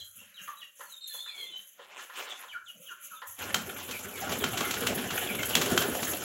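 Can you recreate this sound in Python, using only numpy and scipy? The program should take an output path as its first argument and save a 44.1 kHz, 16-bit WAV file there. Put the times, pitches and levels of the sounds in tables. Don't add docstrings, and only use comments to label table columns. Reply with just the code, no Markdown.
import sys
import numpy as np
from scipy import signal
from scipy.fft import rfft, irfft
from scipy.io import wavfile
from scipy.ndimage import uniform_filter1d, map_coordinates

SR = 44100
rng = np.random.default_rng(int(sys.argv[2]) if len(sys.argv) > 2 else 0)


def pcm_store(signal):
    levels = np.round(np.clip(np.atleast_2d(signal), -1, 1) * 32767)
    wavfile.write(sys.argv[1], SR, levels.astype(np.int16).T)


N = 275184
TIME = np.arange(N) / SR

# t/s, level/dB, brightness/dB, contact/s
WING_CLAPS = [(3.388, -35, -8, 0.007), (3.5429, -11, 0, 0.0048), (3.9079, -30, 9, 0.01),
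              (4.3148, -22.5, -2.5, 0.015), (4.4385, -15, -7, 0.0062), (4.5709, -20.5, 1.5, 0.012),
              (4.6053, -18, -9, 0.0068), (4.708, -20.5, 7, 0.0067), (4.7373, -21, -2, 0.0075),
              (4.867, -15, 0, 0.0078), (4.986, -28, -9, 0.0054), (5.102, -22.5, -9, .011),
              (5.4304, -20, -8, 0.0055), (5.5513, -9, 5, .0048), (5.565, -18, -5, 0.0104),
              (5.611, -16, -2, 0.012), (5.659, -22, -1, 0.0055), (5.7754, -9.5, -2.5, 0.0047),
              (5.818, -19, -7, .009), (6.027, -20.5, -1, 0.01), (6.132, -25, -1, 0.0075)]
# f/Hz, level/dB
CLAP_SPECTRUM = [(120, -43), (250, -7), (700, -3), (1400, 1.5), (2200, 0), (3150, 3.5), (4000, 0),
                 (4900, -6), (7300, -0.5), (8600, -13), (11500, -10), (15800, -11)]
def claps(cup_hz=1370, quill_hz=3150, sharp_contact_s=0.005, brush_s=0.016):
    out, far, t = np.zeros(N), np.zeros(N), TIME[:SR // 6]
    for start, db, bright_db, contact_s in WING_CLAPS:
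        u = t / contact_s
        slap = (2 * u) ** 2 * np.exp(2 - 4 * u)
        brush = from_db(-15) * np.exp(-t / brush_s)
        burst = even_burst(slap + brush)
        dull = signal.sosfilt(signal.butter(1, 2500, fs=SR, output="sos"), burst)
        crack = dull * from_db(-bright_db / 4) + (burst - dull) * from_db(bright_db / 2)
        cup = from_db(-8.5 - bright_db) * ping(t - contact_s / 4, cup_hz)
        quill = from_db(-6) * ping(t - contact_s / 2, quill_hz)
        clap = from_db(db - 7.5) * (crack + (cup + quill) * sharp_contact_s / contact_s)
        add(out, start, clap)
        add(far, start, clap * from_db(-0.3 * max(db + 20, 0)))
    return colour(out - far + loft(far, wet_db=-1.5), CLAP_SPECTRUM)


def clap_puffs(delay_s=0.019, hz=193, q=2.9):
    crests = [(start + delay_s, db - 25.5) for start, db, *_ in WING_CLAPS]
    level = swells(crests, attack_s=0.009, fade_db_per_s=170)
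    return level * rms_one(resonate(resonate(rng.standard_normal(N), hz, q), hz, q))


# crest t/s, level/dB, centre f/Hz, swell/s
HEAVY_STROKES = [(4.315, -32.5, 225, 0.014), (4.375, -27, 270, .014), (4.445, -28, 220, .016),
                 (4.61, -25.5, 298, 0.0055), (4.91, -28, 373, 0.015), (4.969, -26.5, 235, 0.016),
                 (5.57, -23.5, 297, 0.017), (5.723, -18, 222, 0.00712), (5.775, -26, 260, 0.0073),
                 (5.888, -22, 297, .012), (6.025, -29, 232, .01)]
def downstrokes(q=0.86):
    out, t = np.zeros(N), TIME[:SR // 6]
    for crest, db, hz, swell_s in HEAVY_STROKES:
        push = even_burst((t / swell_s) ** 2 * np.exp(-2 * t / swell_s))
        whump = resonate(resonate(push, hz, q), hz, q)
        add(out, crest - swell_s, from_db(db) * whump / np.abs(whump).max())
    return out


# t/s, level/dB
DOWNDRAUGHT = [(3.4, -45), (3.53, -43), (3.57, -45.5), (3.68, -47), (4.2, -47), (4.25, -39), (4.73, -39.5),
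               (4.9, -33.5), (5.05, -39), (5.46, -38.5), (5.58, -35), (5.65, -35.5), (5.73, -32),
               (5.85, -35), (5.92, -34.5), (6.22, -40.5)]
TAKE_OFF_S, USUAL_FLURRY_DB = 3.378, -37.5
def aloft(db, follows, rise_s=0.02):
    airborne = np.clip((TIME - TAKE_OFF_S) / rise_s, 0, 1)
    flurry = from_db(np.interp(TIME, *np.transpose(DOWNDRAUGHT)) - USUAL_FLURRY_DB)
    return airborne * from_db(db) * flurry ** follows


def wingbeats(beat_hz=8.0, stroke_decay=1.23, birds=3):
    power = 0.088
    for _ in range(birds):
        cycle = (rng.random() + np.cumsum(beat_hz * (1 + 0.2 * drift(3))) / SR) % 1
        stroke = np.minimum(cycle / 0.035, 1) * np.exp(-stroke_decay * cycle)
        power = power + stroke ** 2
    return np.sqrt(power / uniform_filter1d(power, SR // 10))


# crest t/s, level/dB, width/s
NEAR_STROKES = [(3.426, -38.5, 0.024), (3.506, -40, 0.0069), (3.698, -37, 0.0035), (3.768, -39, 0.0026),
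                (3.815, -41, 0.017), (3.885, -43, .006), (4.236, -42, 0.054), (4.65, -37.5, 0.047),
                (5.181, -32.5, 0.0067), (5.237, -39.5, 0.017), (5.354, -30.5, 0.005), (5.711, -34, 0.023)]
# f/Hz, level/dB
AIR_SPECTRUM = [(30, -24), (60, -10.5), (100, 2.5), (150, -5), (185, -3.5), (245, 4.5), (320, 1.5),
                (420, 0), (620, -0.5), (900, -10.5), (1500, -37.5)]
SWISH_SPECTRUM = [(400, -16), (700, 1.5), (1000, -2.5), (1450, 3.5), (2100, -2), (3100, 2), (3800, -7),
                  (4800, -15.5), (7000, -12.5)]
def flock():
    beats = wingbeats()
    near = sum(from_db(db) * np.exp(-.5 * ((TIME - crest) / width) ** 2)
               for crest, db, width in NEAR_STROKES)
    air_level = aloft(-39, follows=1) * beats * from_db(1.25 * drift(35))
    puffs = air_level * colour(rng.standard_normal(N), AIR_SPECTRUM)
    swish_level = np.hypot(aloft(-40, follows=0.7) * beats ** 1.75, near)
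    swishes = swish_level * colour(grains(5000, spread_db=1.8, smooth=0.98), SWISH_SPECTRUM)
    return puffs + swishes + vanes(beats, near)


# crest t/s, level/dB
WIRE_FLICKS = [(3.785, -44), (4.296, -35), (4.39, -40.5), (4.809, -39), (4.953, -39), (5.161, -36.5),
               (5.456, -37), (5.489, -39.5), (5.954, -42), (6.082, -39), (6.136, -44)]
# f/Hz, level/dB
FEATHER_SPECTRUM = [(3000, -13.5), (5000, -5.5), (6500, -1), (7600, -0.5), (8400, -15.5), (9500, -5.5),
                    (11000, 2.5), (11800, 4.5), (12700, -6), (14000, -8), (15800, -2)]
def vanes(beats, near, approach_db_per_s=3.5):
    rustle = aloft(-49.5, follows=0.18) * from_db(approach_db_per_s * (TIME - TAKE_OFF_S))
    flicks = swells(WIRE_FLICKS, attack_s=0.0027, fade_db_per_s=455)
    level = np.sqrt(rustle ** 2 + (from_db(-8) * near) ** 2 + flicks ** 2)
    catches = .7 * scratches(per_s=55, swell_s=.006)
    crackle = grains(3500, spread_db=0.33, smooth=1.0) * beats ** 0.76
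    return level * colour(crackle + catches, FEATHER_SPECTRUM)


def calls(notes, octaves_per_s, bend, lateness, octave_db, waver, waver_hz, rasp, wet_db):
    out = np.zeros(N)
    for start, length, last_hz, db in notes:
        first_hz = last_hz * 2 ** min(octaves_per_s * length, 0.44)
        u = np.linspace(0, 1, int(length * SR))
        glide_hz = last_hz + (first_hz - last_hz) * (1 - u) ** bend
        wobble = np.interp(u * length * waver_hz, np.arange(512), rng.standard_normal(512))
        hz = glide_hz * (1 + np.interp(u, [0, .7], waver) * wobble)
        phase = 2 * np.pi * np.cumsum(hz) / SR
        shape = np.sqrt(2 * np.abs(np.sin(np.pi * u ** lateness)))
        tone = np.sin(phase) + from_db(octave_db) * np.sin(2 * phase)
        add(out, start, from_db(db) * shape * tone)
    roughness = rms_one(1 + rasp * drift(waver_hz))
    return loft(out * roughness, wet_db)


# t/s, length/s, final f/Hz, level/dB
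PEEP_NOTES = [(-.02, 0.052, 3170, -43), (.36, 0.052, 2750, -42.5), (.38, 0.043, 1597, -51.5),
              (.47, 0.026, 1153, -38), (.598, 0.049, 2776, -42.5), (.618, 0.02, 1870, -50),
              (1.25, 0.088, 2370, -51), (2.475, 0.046, 2950, -45.5), (2.512, 0.028, 2260, -45),
              (2.528, 0.045, 1380, -37), (2.655, 0.057, 2862, -44), (2.854, 0.053, 2820, -46),
              (2.884, 0.05, 1368, -42), (3.099, 0.048, 1275, -43.5), (3.9, .074, 2296, -39),
              (4.111, 0.075, 2170, -45), (4.392, 0.041, 3140, -38.5), (4.625, 0.036, 2047, -36),
              (5.078, 0.024, 2790, -37), (5.283, 0.026, 2300, -31.5), (5.372, 0.036, 2087, -34),
              (5.526, 0.025, 2790, -30.5)]
def peeps():
    return calls(PEEP_NOTES, octaves_per_s=11, bend=2.5, lateness=2, octave_db=-23.5,
                 waver=(.04, .006), waver_hz=800, rasp=.35, wet_db=-0.5)


# t/s, length/s, final f/Hz, level/dB
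WHISTLE_NOTES = [(-.01, 0.045, 4060, -47.5), (.19, 0.032, 2704, -49), (.343, .026, 3820, -49.5),
                 (.568, .034, 3860, -52.5), (1.098, 0.047, 1723, -56), (1.28, 0.12, 2234, -53.5),
                 (1.38, 0.103, 2077, -52.5), (1.365, 0.089, 4050, -49.5), (1.46, 0.052, 3460, -45.5),
                 (1.515, 0.068, 3820, -52.5)]
def whistles():
    return calls(WHISTLE_NOTES, octaves_per_s=0.8, bend=1.76, lateness=0.5, octave_db=-20,
                 waver=(.016, .011), waver_hz=300, rasp=.35, wet_db=2)


# t/s, length/s, final f/Hz, level/dB
SQUEAK_NOTES = [(2.303, 0.028, 3450, -38), (3.145, 0.054, 3530, -56.5), (5.268, 0.015, 3290, -32.5)]
def squeaks():
    return calls(SQUEAK_NOTES, octaves_per_s=2.3, bend=4, lateness=0.7, octave_db=-38,
                 waver=(.04, .028), waver_hz=600, rasp=.5, wet_db=-4)


# t/s, f/Hz, level/dB
BEGGING_CURVES = [
    [(.85, 4480, -63), (.91, 4080, -51), (.945, 3724, -45), (1.0, 3710, -51), (1.04, 3720, -39.5),
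     (1.09, 3650, -44), (1.12, 3490, -38.5), (1.19, 3430, -43.5), (1.25, 3645, -39.5), (1.3, 3460, -38),
     (1.35, 3430, -41.5)],
    [(1.01, 4180, -47), (1.05, 4116, -42.5), (1.1, 4153, -44), (1.15, 4170, -47), (1.22, 4210, -49),
     (1.27, 4010, -47), (1.33, 4210, -45)],
    [(1.37, 3330, -41), (1.41, 3365, -33), (1.43, 3270, -33), (1.49, 3150, -63), (1.53, 3054, -35),
     (1.58, 3060, -35.5), (1.595, 3100, -43)],
]
def begging(jitter=.007, rasp=.42, rasp_hz=360, break_db=3.5, break_hz=45):
    out = 0
    for curve in BEGGING_CURVES:
        times, hz, db = np.transpose(curve)
        pitch = np.interp(TIME, times, hz)
        phase = 2 * np.pi * np.cumsum(pitch * (1 + jitter * drift(rasp_hz))) / SR
        level = from_db(np.interp(TIME, times, db, left=-np.inf, right=-np.inf))
        roughness = rms_one((1 + rasp * drift(rasp_hz)) * from_db(break_db * drift(break_hz)))
        strain = np.minimum(pitch / 3700, 1) ** 11
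        out = out + level * roughness * (np.sin(phase) + from_db(-14) * strain * np.sin(2 * phase))
    return loft(out, wet_db=-5)


# t/s, level/dB, strongest f/Hz, attack/s
LIGHT_KNOCKS = [(.21, -32.5, 600, 0.01), (0.474, -25.5, 1390, 0.0039), (0.792, -26, 560, 0.006),
                (0.804, -22, 1090, 0.0037), (1.14, -24.5, 705, 0.0055), (1.258, -30, 1410, 0.0032),
                (1.79, -21, 550, 0.006), (1.991, -25, 1280, .002), (2.096, -26, 1170, 0.0018),
                (2.434, -25, 970, 0.002), (3.217, -19.5, 1050, 0.0017)]
# f/Hz, level/dB, Q
BOARD_MODES = [(561, -1, 8), (1050, 3.5, 10), (1360, 3.5, 12), (1750, 5, 6.9), (3020, 0.5, 5.3)]
def knocks(t60_s=0.079):
    blows, t = np.zeros(N), TIME[:SR // 4]
    for start, db, hz, attack_s in LIGHT_KNOCKS:
        envelope = from_db(db - 60 * t / t60_s) * np.minimum(t / attack_s, 1)
        add(blows, start, resonate(even_burst(envelope), hz, q=1.78))
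    return sum(from_db(db) * resonate(blows, hz, q) for hz, db, q in BOARD_MODES)


# crest t/s, level/dB
SCUFFS = [(1.4, -54), (1.56, -62.5), (1.83, -53.5), (1.925, -50), (1.995, -45), (2.195, -39), (2.245, -47),
          (2.3, -43), (2.4, -49)]
# f/Hz, level/dB
GRIT_SPECTRUM = [(120, -34.5), (280, -14.5), (500, -4.5), (750, -4), (1200, -1.5), (2000, -5), (3000, -1.5),
                 (4700, -17), (7200, -12.5), (9000, -29)]
SOLE_SPECTRUM = [(150, -16), (270, 12), (700, -8), (4000, -8), (7000, 3), (9000, 0.5), (15000, 1)]
def footsteps():
    weight = swells(SCUFFS, attack_s=0.033, fade_db_per_s=145)
    crunch = colour(grains(1300, spread_db=1.5, smooth=0.84), GRIT_SPECTRUM)
    slide = from_db(-6.5) * weight / weight.max() * colour(rng.standard_normal(N), SOLE_SPECTRUM)
    return weight * (crunch + slide)


# crest t/s, level/dB
LITTER_STIRS = [(0.0, -52), (.18, -54), (.44, -49.5), (.8, -51.5), (1.15, -53.5), (1.39, -52.5),
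                (1.6, -54.5), (2.04, -56), (2.4, -55), (2.69, -57), (2.85, -51), (3.05, -49.5), (3.3, -51)]
def restlessness(rest_db=-74.5):
    return np.hypot(swells(LITTER_STIRS, attack_s=0.026, fade_db_per_s=71), from_db(rest_db))


# crest t/s, level/dB
PERCH_SCRAPES = [(.894, -48.5), (1.08, -44.5), (1.142, -44.5), (1.615, -71), (3.275, -43.5)]
# f/Hz, level/dB
LITTER_SPECTRUM = [(500, -53), (1500, -17), (3200, 2), (4700, -22), (6300, 8.5), (7600, 3.5), (8500, -8),
                   (10000, 4), (11600, 12.5), (12800, -5), (15800, 3.5)]
def bird_feet():
    claws = .6 * scratches(per_s=70, swell_s=.007)
    litter = grains(2500, spread_db=1.2, smooth=0.97)
    scrapes = swells(PERCH_SCRAPES, attack_s=0.0049, fade_db_per_s=256)
    return np.hypot(restlessness(), scrapes) * colour(litter + claws, LITTER_SPECTRUM)


# t/s, length/s, final f/Hz, level/dB
COO_NOTES = [(.15, 0.096, 193, -63.5), (.4, 0.04, 193, -69), (1.37, 0.098, 478.5, -61),
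             (1.46, 0.065, 374, -63.5), (2.7, 0.15, 571, -63), (2.73, 0.09, 190, -61),
             (4.21, 0.041, 640, -35), (4.81, 0.051, 427, -35.5)]
def coos():
    return calls(COO_NOTES, octaves_per_s=2.02, bend=1.5, lateness=1.45, octave_db=-24,
                 waver=(.16, .13), waver_hz=150, rasp=.8, wet_db=-5)


# crest t/s, level/dB
LOW_BUMPS = [(0.02, -60), (.18, -70), (2.55, -75), (3.29, -66)]
# f/Hz, level/dB
RUMBLE_SPECTRUM = [(25, -56), (60, -8), (92, 16), (130, -0.5), (250, -33)]
def rumble(rest_db=-95):
    bumps = swells(LOW_BUMPS, attack_s=0.012, fade_db_per_s=118)
    buffeting = aloft(-55.5, follows=0.34)
    return (from_db(rest_db) + bumps + buffeting) * colour(rng.standard_normal(N), RUMBLE_SPECTRUM)


# f/Hz, level/dB
FAR_SPECTRUM = [(100, -37), (190, 2.5), (300, -10), (450, -13.5), (580, 6), (750, -28), (1000, -12),
                (1400, 5.5), (2200, 0), (3100, 9), (4300, -13.5), (8000, -23)]
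def shuffling(unrest_db=2.5, follows=0.55):
    restless = (restlessness() / restlessness().mean()) ** follows
    far = patchy(colour(rng.standard_normal(N), FAR_SPECTRUM), depth_db=4.0, rate=10)
    return from_db(-65 + unrest_db * drift(6.1)) * restless * far


# f/Hz, t60/s
LOFT_DECAY = [(150, 0.23), (600, 0.35), (1500, 0.37), (3500, 0.23), (8000, 0.35), (15000, 0.32)]
def loft(x, wet_db, onset_s=0.0033):
    t, tail = TIME[:SR // 2], 0
    edges = np.geomspace(60, 18000, 9)
    for low, high in zip(edges, edges[1:]):
        bandpass = signal.butter(2, [low, high], "band", fs=SR, output="sos")
        band = signal.sosfilt(bandpass, rng.standard_normal(len(t)))
        tail = tail + band * from_db(-60 * t / at_hz(LOFT_DECAY, np.sqrt(low * high)))
    tail = tail * np.minimum(t / onset_s, 1)
    reflections = signal.fftconvolve(x, tail / np.linalg.norm(tail))[:N]
    wet = from_db(wet_db)
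    return (x + wet * reflections) / np.hypot(1, wet)


def scratches(per_s, swell_s, tones=18):
    out, t = np.zeros(N), TIME[:SR // 25]
    shape = (t / swell_s) ** 2 * np.exp(-2 * t / swell_s) * (1 - t / t[-1])
    for chance in rng.random((600, tones + 2))[:int(per_s * N / SR)]:
        start, size = chance[0] * N / SR, 2.6 + chance[1] ** 2
        hz = 6000 + 9800 * chance[2:, None]
        add(out, start, size * shape * np.sin(2 * np.pi * hz * t).sum(0))
    return rms_one(out)


def grains(per_s, spread_db, smooth):
    sizes = from_db(spread_db * np.minimum(rng.exponential(1, N), 4)) * rng.standard_normal(N)
    clicks = rms_one(sizes * (rng.random(N) < per_s / SR))
    return rms_one(clicks + smooth * rng.standard_normal(N))


def patchy(x, depth_db, rate, bands=16):
    spectrum, out = rfft(x), 0
    hz = np.maximum(np.arange(len(spectrum)) * SR / N, 150)
    place = np.log(hz / 150) / np.log(16000 / 150) * (bands - 1)
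    depth = from_db(depth_db) - 1
    for k in range(bands):
        band = irfft(spectrum * np.maximum(1 - np.abs(place - k), 0), N)
        out = out + band * (1 + depth * drift(rate))
    return out * np.std(x) / np.std(out)


def ping(t, hz, swell_s=0.001, spread=.05):
    u = np.maximum(t, 0) / swell_s
    pitch = hz * (1 + spread * rng.standard_normal())
    return u * np.exp(1 - u) * np.sin(2 * np.pi * pitch * t)


def even_burst(envelope):
    x = envelope * rng.standard_normal(len(envelope))
    for _ in range(4):
        flat = irfft(np.exp(1j * np.angle(rfft(x))), len(x))
        x = flat * envelope / np.sqrt(np.abs(uniform_filter1d(flat * flat, size=64)) + 1e-14)
    return x


def swells(rows, attack_s, fade_db_per_s):
    power = 0
    for crest, db in rows:
        rise = np.exp(-.5 * (np.minimum(TIME - crest, 0) / attack_s) ** 2)
        fade = from_db(db - fade_db_per_s * np.maximum(TIME - crest, 0))
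        power = power + (rise * fade) ** 2
    return np.sqrt(power)


def colour(x, spectrum, size=8192):
    hz = np.maximum(np.arange(size // 2 + 1) * SR / size, 1)
    skirts = np.minimum(1, hz / spectrum[0][0]) ** 2 * np.minimum(1, spectrum[-1][0] / hz) ** 2
    gain = rms_one(from_db(at_hz(spectrum, hz)) * skirts)
    cepstrum = irfft(np.log(gain + 1e-6))
    cepstrum[1:size // 2] *= 2
    cepstrum[size // 2 + 1:] = 0
    return signal.oaconvolve(x, irfft(np.exp(rfft(cepstrum))))[:len(x)]


def resonate(x, hz, q):
    return signal.lfilter(*signal.iirpeak(hz, q, fs=SR), x)


def drift(rate):
    knots = rng.standard_normal(4096)
    curve = map_coordinates(knots, [TIME[::32] * rate], order=2, mode="wrap")
    return rms_one(curve).repeat(32)[:N]


def at_hz(points, hz):
    f, value = np.transpose(points)
    return np.interp(np.log(np.maximum(hz, 1)), np.log(f), value)


def add(track, start, sound):
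    i = int(round(start * SR))
    sound, i = sound[max(-i, 0):], max(i, 0)
    track[i:i + len(sound)] += sound[:max(N - i, 0)]


def from_db(db):
    return 10 ** (np.asarray(db) / 20)


def rms_one(x):
    return x / np.sqrt(np.mean(x ** 2) + 1e-20)


def scene():
    voices = peeps() + whistles() + squeaks() + begging() + coos()
    rustling = patchy(flock() + bird_feet() + footsteps(), depth_db=3.0, rate=40)
    blows = claps() + loft(clap_puffs(), wet_db=-2.5)
    blows += loft(knocks(), wet_db=-0.5) + loft(downstrokes(), wet_db=-4)
    return (voices + loft(rustling, wet_db=-6.5) + blows + rumble() + shuffling())[None]


def record(dry, cutoff_hz=15850):
    return signal.sosfilt(signal.ellip(12, .1, 80, cutoff_hz, fs=SR, output="sos"), dry)


dry = scene()
out = record(dry)
pcm_store(out)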